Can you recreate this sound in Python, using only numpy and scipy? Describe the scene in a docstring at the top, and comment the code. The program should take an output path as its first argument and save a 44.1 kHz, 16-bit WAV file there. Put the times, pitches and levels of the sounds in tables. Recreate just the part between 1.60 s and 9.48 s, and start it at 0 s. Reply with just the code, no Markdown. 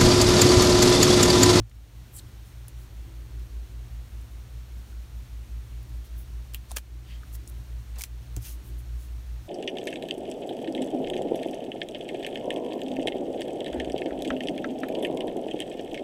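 """Paper crafts in a humming room

Two distant motors hum about five hertz apart and throb together, over mains buzz, a drone, rumble and hiss.
Close by, hands work with sticky paper cut-outs: filtered noise makes the sharp snaps and brushing swishes.
Fading sine waves make the knocks of a small tool and two soft bumps on the desk.
A small microphone with gain control turns itself down after the loudest snaps."""
import sys
import numpy as np
from scipy import signal
from scipy.fft import rfft, irfft
from scipy.io import wavfile
from scipy.ndimage import uniform_filter1d

SR = 44100
rng = np.random.default_rng(int(sys.argv[2]) if len(sys.argv) > 2 else 0)


def transcribe(signal):
    """Save signal, clipped to [-1, 1], as a 16-bit WAV file at the path in sys.argv[1]."""
    frames = np.atleast_2d(signal).T
    limited = np.clip(frames, -1, 1)
    pcm = np.round(limited * 32767).astype(np.int16)
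    wavfile.write(sys.argv[1], SR, pcm)


N = 347508
TIME = np.arange(N) / SR   # seconds

# shape of the building's rumble, on a relative scale: [f/Hz, level/dB]
RUMBLE_SHAPE = [(20, -11), (38, -7), (46, -15), (68, 4), (82, -2), (91, -3.5), (105, -1), (122, -2),
                (135, -12.5), (200, -13.5), (330, -22.5), (420, -41.5), (700, -31.5), (1500, -42.5)]
# shape of the hiss of air and microphone, on a relative scale: [f/Hz, level/dB]
HISS_SHAPE = [(100, -30), (300, -6), (450, -1), (800, -4.5), (1500, -5.5), (4250, -8.5), (16000, -17)]
# narrow dips in the hiss: [f/Hz, width/Hz, level change/dB]
HISS_DIPS = [(4910, 350, -8.5), (7650, 580, -6), (10460, 1200, -12)]
RUMBLE_DB, HISS_DB = -49.5, -58
GUST_DB, GUST_RATE_HZ = 1.63, 5.5

# swells of a far drone: [t/s of the peak, length/s, peak level/dB]
DRONE_SWELLS = [(0.552, 0.94, -63), (1.708, 1.75, -60), (4.585, 2.8, -64), (5.386, 0.26, -65.5),
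                (5.873, 0.4, -60.5), (7.087, 0.76, -59), (7.88, .3, -65)]
DRONE_STEADY_DB = -67

# middle level of the two motor tones: [t/s, slow motor level/dB, fast motor level/dB]
MOTOR_LEVELS = [(0, -38, -42), (.55, -48, -51), (1.05, -45.5, -43), (1.4, -41.5, -45.5),
                (1.75, -39.5, -40.5), (2.25, -39, -41), (2.7, -43, -42), (3.15, -46.5, -39.5),
                (3.6, -40.5, -40), (4.2, -41, -39.5), (4.7, -39.5, -38), (5.3, -46, -40),
                (5.7, -42.5, -39.5), (6.15, -42, -37), (6.6, -42, -39.5), (7.0, -40, -38.5),
                (7.5, -43, -35.5), (7.88, -40, -38)]
SLOW_HZ, FAST_HZ, MAINS_BUZZ_HZ = 54.069, 59.108, 119.83
SLOW_OCTAVE_DB, FAST_OCTAVE_DB, MAINS_BUZZ_DB = -57.5, -55.5, -55
TONE_WAVER_DB, TONE_WAVER_RATE_HZ = 1.0, 3.0
OCTAVE_WAVER_DB, OCTAVE_WAVER_RATE_HZ = 4, 1.8
BUZZ_IN_STEP_S = .45   # buzz and the fast motor's octave swell together here, then every .62 s

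# heel of the hand on the desk: [t/s, level/dB added to every desk mode, softness f/Hz]
BUMPS = [(.0, -26.5, 294), (6.771, -36.5, 510)]
# ringing modes of the desk: [f/Hz, relative level/dB, time to fade by 60 dB/s]
DESK_MODES = [(66.5, -8, 0.1), (113, 9, 0.17), (167, -10, 0.1), (215, -3, 0.06), (295, 2, 0.06),
              (400, -6, 0.05), (700, -6, 0.05)]

# fingers brushing paper: [t/s of the peak, rise/s, fall/s, peak level/dB, centre f/Hz, width/octaves]
SWISHES = [(.583, 0.06, 0.025, -45, 8500, 0.45), (.57, .06, .04, -50, 13500, .5),
           (.59, .04, .018, -52, 4600, 1.6), (.595, 0.008, 0.006, -46, 3900, 0.35),
           (.6, .02, .025, -58, 7000, 2.4), (.88, 0.074, .07, -63, 10000, 2.7),
           (1.21, .06, .07, -61, 11000, 1.8), (4.458, 0.03, 0.04, -59, 8500, 2.1),
           (4.595, .05, 0.06, -55, 13000, 0.75), (5.112, 0.032, .018, -54, 6000, 1.8),
           (5.171, 0.018, 0.016, -40, 6000, 3.5), (5.52, .1, .09, -55.5, 2700, 1.2),
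           (5.52, .045, .03, -59, 2750, .35), (5.748, 0.034, .027, -49, 10100, 1.5),
           (5.89, 0.022, .02, -55, 12500, .9), (6.39, .05, .05, -54.5, 800, 1.8),
           (6.37, .03, .07, -57, 2600, 1.3), (6.393, .02, .022, -49, 8500, 2.2),
           (6.865, .075, .12, -45, 8500, 1.8), (6.86, .04, .08, -52.5, 3200, 1.5),
           (7.075, 0.06, 0.055, -57.5, 11500, 1.3), (7.197, 0.032, 0.03, -57, 11000, 1.5),
           (7.43, 0.08, 0.07, -57.5, 10000, 1.8)]
GRAIN_DB, GRAIN_RATE_HZ = 1.5, 250

# touches of a small tool: [t/s, level/dB added to every tool mode]
KNOCKS = [(4.9462, -51), (5.164, -44), (5.1672, -38), (5.1697, -33)]
# ringing modes of the tool: [f/Hz, middle relative level/dB, time to fade by 60 dB/s]
TOOL_MODES = [(400, -9, .03), (540, -6, 0.025), (625, -7, 0.045), (860, -9, 0.03), (1240, -4, .03),
              (1750, -3, 0.025), (2020, -5, 0.03), (2343, -5, 0.08), (2443, -12, 0.09), (2720, 8, 0.014),
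              (2910, -2, 0.04), (3150, 0, 0.025), (3420, -6, 0.041), (4830, -14, 0.05), (6600, 1.5, 0.018)]
TOOL_SPREAD_DB, TOUCH_RISE_S = 3.3, 0.00035

# snaps of paper and plastic: [t/s, level/dB without the tail, centre f/Hz, width/octaves, rise/s]
SNAPS = [(.097, -54, 9000, 2.1, 0.0026), (0.115, -52, 2190, 1.2, 0.0027), (1.083, -39, 11500, 1.5, 0.002),
         (1.796, -55, 9000, 2.1, 0.0011), (2.614, -54, 9000, 2.7, 0.00092),
         (3.33, -57.5, 1340, 0.31, 0.0038), (4.23, -55, 13000, 1.4, .003), (4.295, -58, 13000, 1.2, 0.0027),
         (4.938, -42, 4500, 3.9, 0.0023), (4.9461, -28.5, 12500, 1.1, 0.0004),
         (4.9462, -30.5, 3050, 0.6, 0.0005), (4.9497, -38, 2800, .6, .001), (5.1104, -44, 5500, 1.3, 0.001),
         (5.1162, -36, 13000, .9, .0008), (5.111, -48, 940, .5, .004), (5.119, -44.5, 766, 0.66, 0.0041),
         (5.116, -34, 5700, 1.6, 0.00088), (5.1641, -29, 10000, 1.8, 0.0004),
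         (5.1676, -28, 9000, 2.2, .0008), (5.1695, -29, 3430, 3, 0.0015), (5.1714, -28, 10500, 1.8, .0008),
         (5.1844, -34.5, 5970, 8.5, 0.0033), (5.636, -52, 1410, 0.38, 0.0069),
         (5.753, -46, 8000, 6, 0.0058), (5.876, -40.5, 8800, 0.94, 0.0012),
         (5.899, -46, 11500, 0.82, .0014), (6.36, -52.5, 4000, 1.8, 0.0049),
         (6.386, -38, 8000, 2.1, 0.0008), (6.3895, -39, 14000, .6, .001), (6.395, -39, 6000, 1.2, .0008),
         (6.398, -40, 9000, 2.4, .0008), (6.402, -41, 9000, 3, .0008), (6.4095, -31, 6500, 3.3, 0.0004),
         (6.393, -43, 11000, 1.2, 0.001), (6.4146, -32, 7000, 3.0, 0.0006),
         (6.411, -35.5, 2180, 0.29, 0.00117), (6.4195, -27, 7500, 1.8, 0.0002),
         (6.4377, -25, 7500, 2.6, .0003), (6.4378, -33, 2500, 1.6, .0004), (6.4398, -36, 4000, 2.4, .001),
         (6.765, -35, 6800, 0.42, 0.0004), (6.765, -33, 6000, 6.8, 0.0004)]
SNAP_TAIL_DB, SNAP_TAIL_T60_S = -14.5, 0.091   # level against the crack; time to fade by 60 dB

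OPENING_DB, OPENING_S = -6.5, 0.34
BASS_CUT_HZ, TOP_CUT_HZ = 28, 16300


def from_db(db):
    """Turn decibels into a number to multiply the sound by."""
    return 10 ** (np.asarray(db) / 20)


def rms_one(x):
    """Scale a sound so its average strength (rms) is 1."""
    return x / np.sqrt(np.mean(x ** 2) + 1e-20)


def in_time(rows):
    """Draw straight lines between table rows, giving each column a value at every sample."""
    s, *columns = np.transpose(rows)
    return [np.interp(TIME, s, column) for column in columns]


def drift(rate_hz):
    """Random wandering around zero with a spread of about 1, up to roughly the given rate."""
    step = 50   # samples between random points
    sos = signal.butter(2, rate_hz, fs=SR / step, output="sos")
    wander = signal.sosfilt(sos, rng.standard_normal(N // step + 1001))
    points = rms_one(wander[1000:])   # skip the filter's start-up
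    return np.interp(np.arange(N) / step, np.arange(len(points)), points)


def coloured(shape):
    """Steady noise with the given balance of low and high pitches, rms 1."""
    hz = np.maximum(np.arange(N // 2 + 1) * SR / N, 1)
    shape_hz, shape_db = np.array(shape).T
    colour = from_db(np.interp(np.log(hz), np.log(shape_hz), shape_db))
    return rms_one(irfft(rfft(rng.standard_normal(N)) * colour, N))


def band_noise(count, hz, octaves, lump_db=3, lump_hz=450):
    """Noise in one band, its spectrum lumpy like that of a small resonant object; rms 1."""
    half_widths = np.array([-.5, .5]) * max(octaves, .1)
    edges = np.clip(hz * 2 ** half_widths, 20, [.4 * SR, .45 * SR])
    sos = signal.butter(2, edges, "band", fs=SR, output="sos")
    noise = signal.sosfilt(sos, rng.standard_normal(count + 500))[500:]   # skip the filter's start-up
    spectrum = rfft(noise)
    spectrum_hz = np.arange(len(spectrum)) * SR / count
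    lumps = np.interp(spectrum_hz / lump_hz, np.arange(100), rng.standard_normal(100))
    return rms_one(irfft(spectrum * from_db(lump_db * lumps), count))


def add(out, s, sound):
    """Mix a short sound in at time s, in seconds."""
    i = max(round(s * SR), 0)
    out[i:i + len(sound)] += sound[:N - i]


def air():
    """Smooth hiss with narrow dips, and a low rumble that comes in slight gusts."""
    gusts_db = GUST_DB * drift(GUST_RATE_HZ)
    rumble = from_db(RUMBLE_DB + gusts_db) * coloured(RUMBLE_SHAPE)
    hiss = from_db(HISS_DB) * coloured(HISS_SHAPE)
    for hz, width_hz, db in HISS_DIPS:
        b, a = signal.iirpeak(hz, hz / width_hz, fs=SR)
        narrow_part = signal.lfilter(b, a, hiss)
        hiss = hiss - (1 - from_db(db)) * narrow_part
    return rumble + hiss


def drone():
    """A far drone: noise in a narrow band that swells smoothly out of a steady level."""
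    sos = signal.butter(2, [270, 380], "band", fs=SR, output="sos")
    noise = rms_one(signal.sosfilt(sos, rng.standard_normal(N)))
    swells = np.zeros(N)
    for peak_s, length_s, db in DRONE_SWELLS:
        place = np.clip((TIME - peak_s) / length_s, -.5, .5)
        swells += from_db(db) * np.cos(np.pi * place)
    return np.maximum(swells, from_db(DRONE_STEADY_DB)) * noise


def hum():
    """Each motor's rotor gives a tone and its octave; the close tones throb five times a second."""
    # both main tones waver together
    slow_db, fast_db = in_time(MOTOR_LEVELS) + TONE_WAVER_DB * drift(TONE_WAVER_RATE_HZ)
    slow_octave_db = SLOW_OCTAVE_DB + OCTAVE_WAVER_DB * drift(OCTAVE_WAVER_RATE_HZ)
    turn = 2 * np.pi * TIME
    # the rotors start in step
    slow = from_db(slow_db) * np.sin(SLOW_HZ * turn)
    slow = slow + from_db(slow_octave_db) * np.sin(2 * SLOW_HZ * turn)
    fast = from_db(fast_db) * np.sin(FAST_HZ * turn)
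    fast = fast + from_db(FAST_OCTAVE_DB) * np.cos(2 * FAST_HZ * turn)
    slip = 2 * np.pi * (MAINS_BUZZ_HZ - 2 * FAST_HZ) * BUZZ_IN_STEP_S
    buzz = from_db(MAINS_BUZZ_DB) * np.cos(MAINS_BUZZ_HZ * turn - slip)
    return -np.sqrt(2) * (slow + fast + buzz)   # root two makes the levels rms


def bumps():
    """A soft push by the hand sets the low modes of the desk ringing."""
    out, t = np.zeros(N), TIME[:SR // 3]
    for s, db, soft_hz in BUMPS:
        rings = np.zeros(len(t))
        for hz, mode_db, t60 in DESK_MODES:
            rings += from_db(mode_db - 60 * t / t60) * np.sin(2 * np.pi * hz * t)
        b, a = signal.butter(1, soft_hz, fs=SR)   # lower means a duller bump
        add(out, s, -from_db(db) * signal.lfilter(b, a, rings))
    return out


def swishes():
    """Rubbing noise that swells and fades with the stroke, grainy as the skin catches."""
    out, t = np.zeros(N), TIME[:SR // 4]
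    grain = from_db(GRAIN_DB * drift(GRAIN_RATE_HZ))
    for peak_s, rise_s, fall_s, db, hz, octaves in SWISHES:
        ramp = np.interp(t, [0, rise_s, rise_s + fall_s], [0, 1, 0])
        stroke = np.sin(np.pi / 2 * ramp) ** 1.8   # rounds the ramp
        add(out, peak_s - rise_s, from_db(db) * stroke * band_noise(len(t), hz, octaves))
    return out * grain


def knocks():
    """A small hard tool touches down; every touch rings its modes with new random strengths."""
    out, t = np.zeros(N), TIME[:SR // 6]
    touch = np.clip(t / TOUCH_RISE_S, 0, 1)
    for s, db in KNOCKS:
        strengths_db = rng.normal(0, TOOL_SPREAD_DB, len(TOOL_MODES))
        turns = rng.random(len(TOOL_MODES))   # where in its cycle each mode starts
        for (hz, mode_db, t60), extra_db, turn in zip(TOOL_MODES, strengths_db, turns):
            fade = from_db(db + mode_db + extra_db - 60 * t / t60)
            add(out, s, fade * np.sin(2 * np.pi * (hz * t + turn)) * touch)
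    return out


def snaps():
    """Coloured noise rises in milliseconds or less and cracks off, with a weaker tail from desk and walls."""
    out, t = np.zeros(N), TIME[:SR // 8]
    for s, db, hz, octaves, rise_s in SNAPS:
        rise = np.clip(t / max(rise_s, 1e-4), 0, 1) ** 0.77
        after = np.maximum(t - rise_s, 0)
        crack = from_db(-60 * after / (.004 + 3 * rise_s))   # a slower snap also lets go more slowly
        tail = from_db(SNAP_TAIL_DB - 60 * after / SNAP_TAIL_T60_S)
        envelope = from_db(db) * rise * (crack + tail)
        add(out, s - rise_s, envelope * band_noise(len(t), hz, octaves))
    return out


def scene():
    """Everything reaches one microphone; the level starts a little lower and comes up."""
    opening_db = OPENING_DB * np.exp(-(TIME / OPENING_S) ** 2)
    background = air() + drone() + hum()
    hands = bumps() + swishes() + knocks() + snaps()
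    return (from_db(opening_db) * (background + hands))[None]   # one channel


def gain_control(x, threshold_db=-39, slope=0.44, release_db_s=14):
    """Bright peaks above a threshold pull the gain down; it then creeps back by some dB per second."""
    bright = signal.sosfilt(signal.butter(2, 800, "high", fs=SR, output="sos"), x)
    power = uniform_filter1d(bright ** 2, size=440)   # averaged over 10 ms
    level_db = 10 * np.log10(power + 1e-12)
    wanted_cut_db = slope * (level_db - threshold_db)
    # hold the largest cut so far while it shrinks at the release rate
    ramp = release_db_s * TIME
    cut_db = np.maximum.accumulate(wanted_cut_db + ramp, axis=1) - ramp
    lag = np.exp(-1 / (0.032 * SR))   # the gain follows with a 32 ms lag
    smooth_cut_db = signal.lfilter([1 - lag], [1, -lag], np.maximum(cut_db, 0))
    return x * from_db(-smooth_cut_db)


def record(dry):
    """The microphone cuts the deep bass, controls the gain, then cuts the top steeply."""
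    bass_cut = signal.butter(2, BASS_CUT_HZ, "high", fs=SR, output="sos")
    top_cut = signal.cheby2(14, 55, TOP_CUT_HZ, fs=SR, output="sos")
    levelled = gain_control(signal.sosfilt(bass_cut, dry))
    return signal.sosfilt(top_cut, levelled)


dry = scene()
out = record(dry)
transcribe(out)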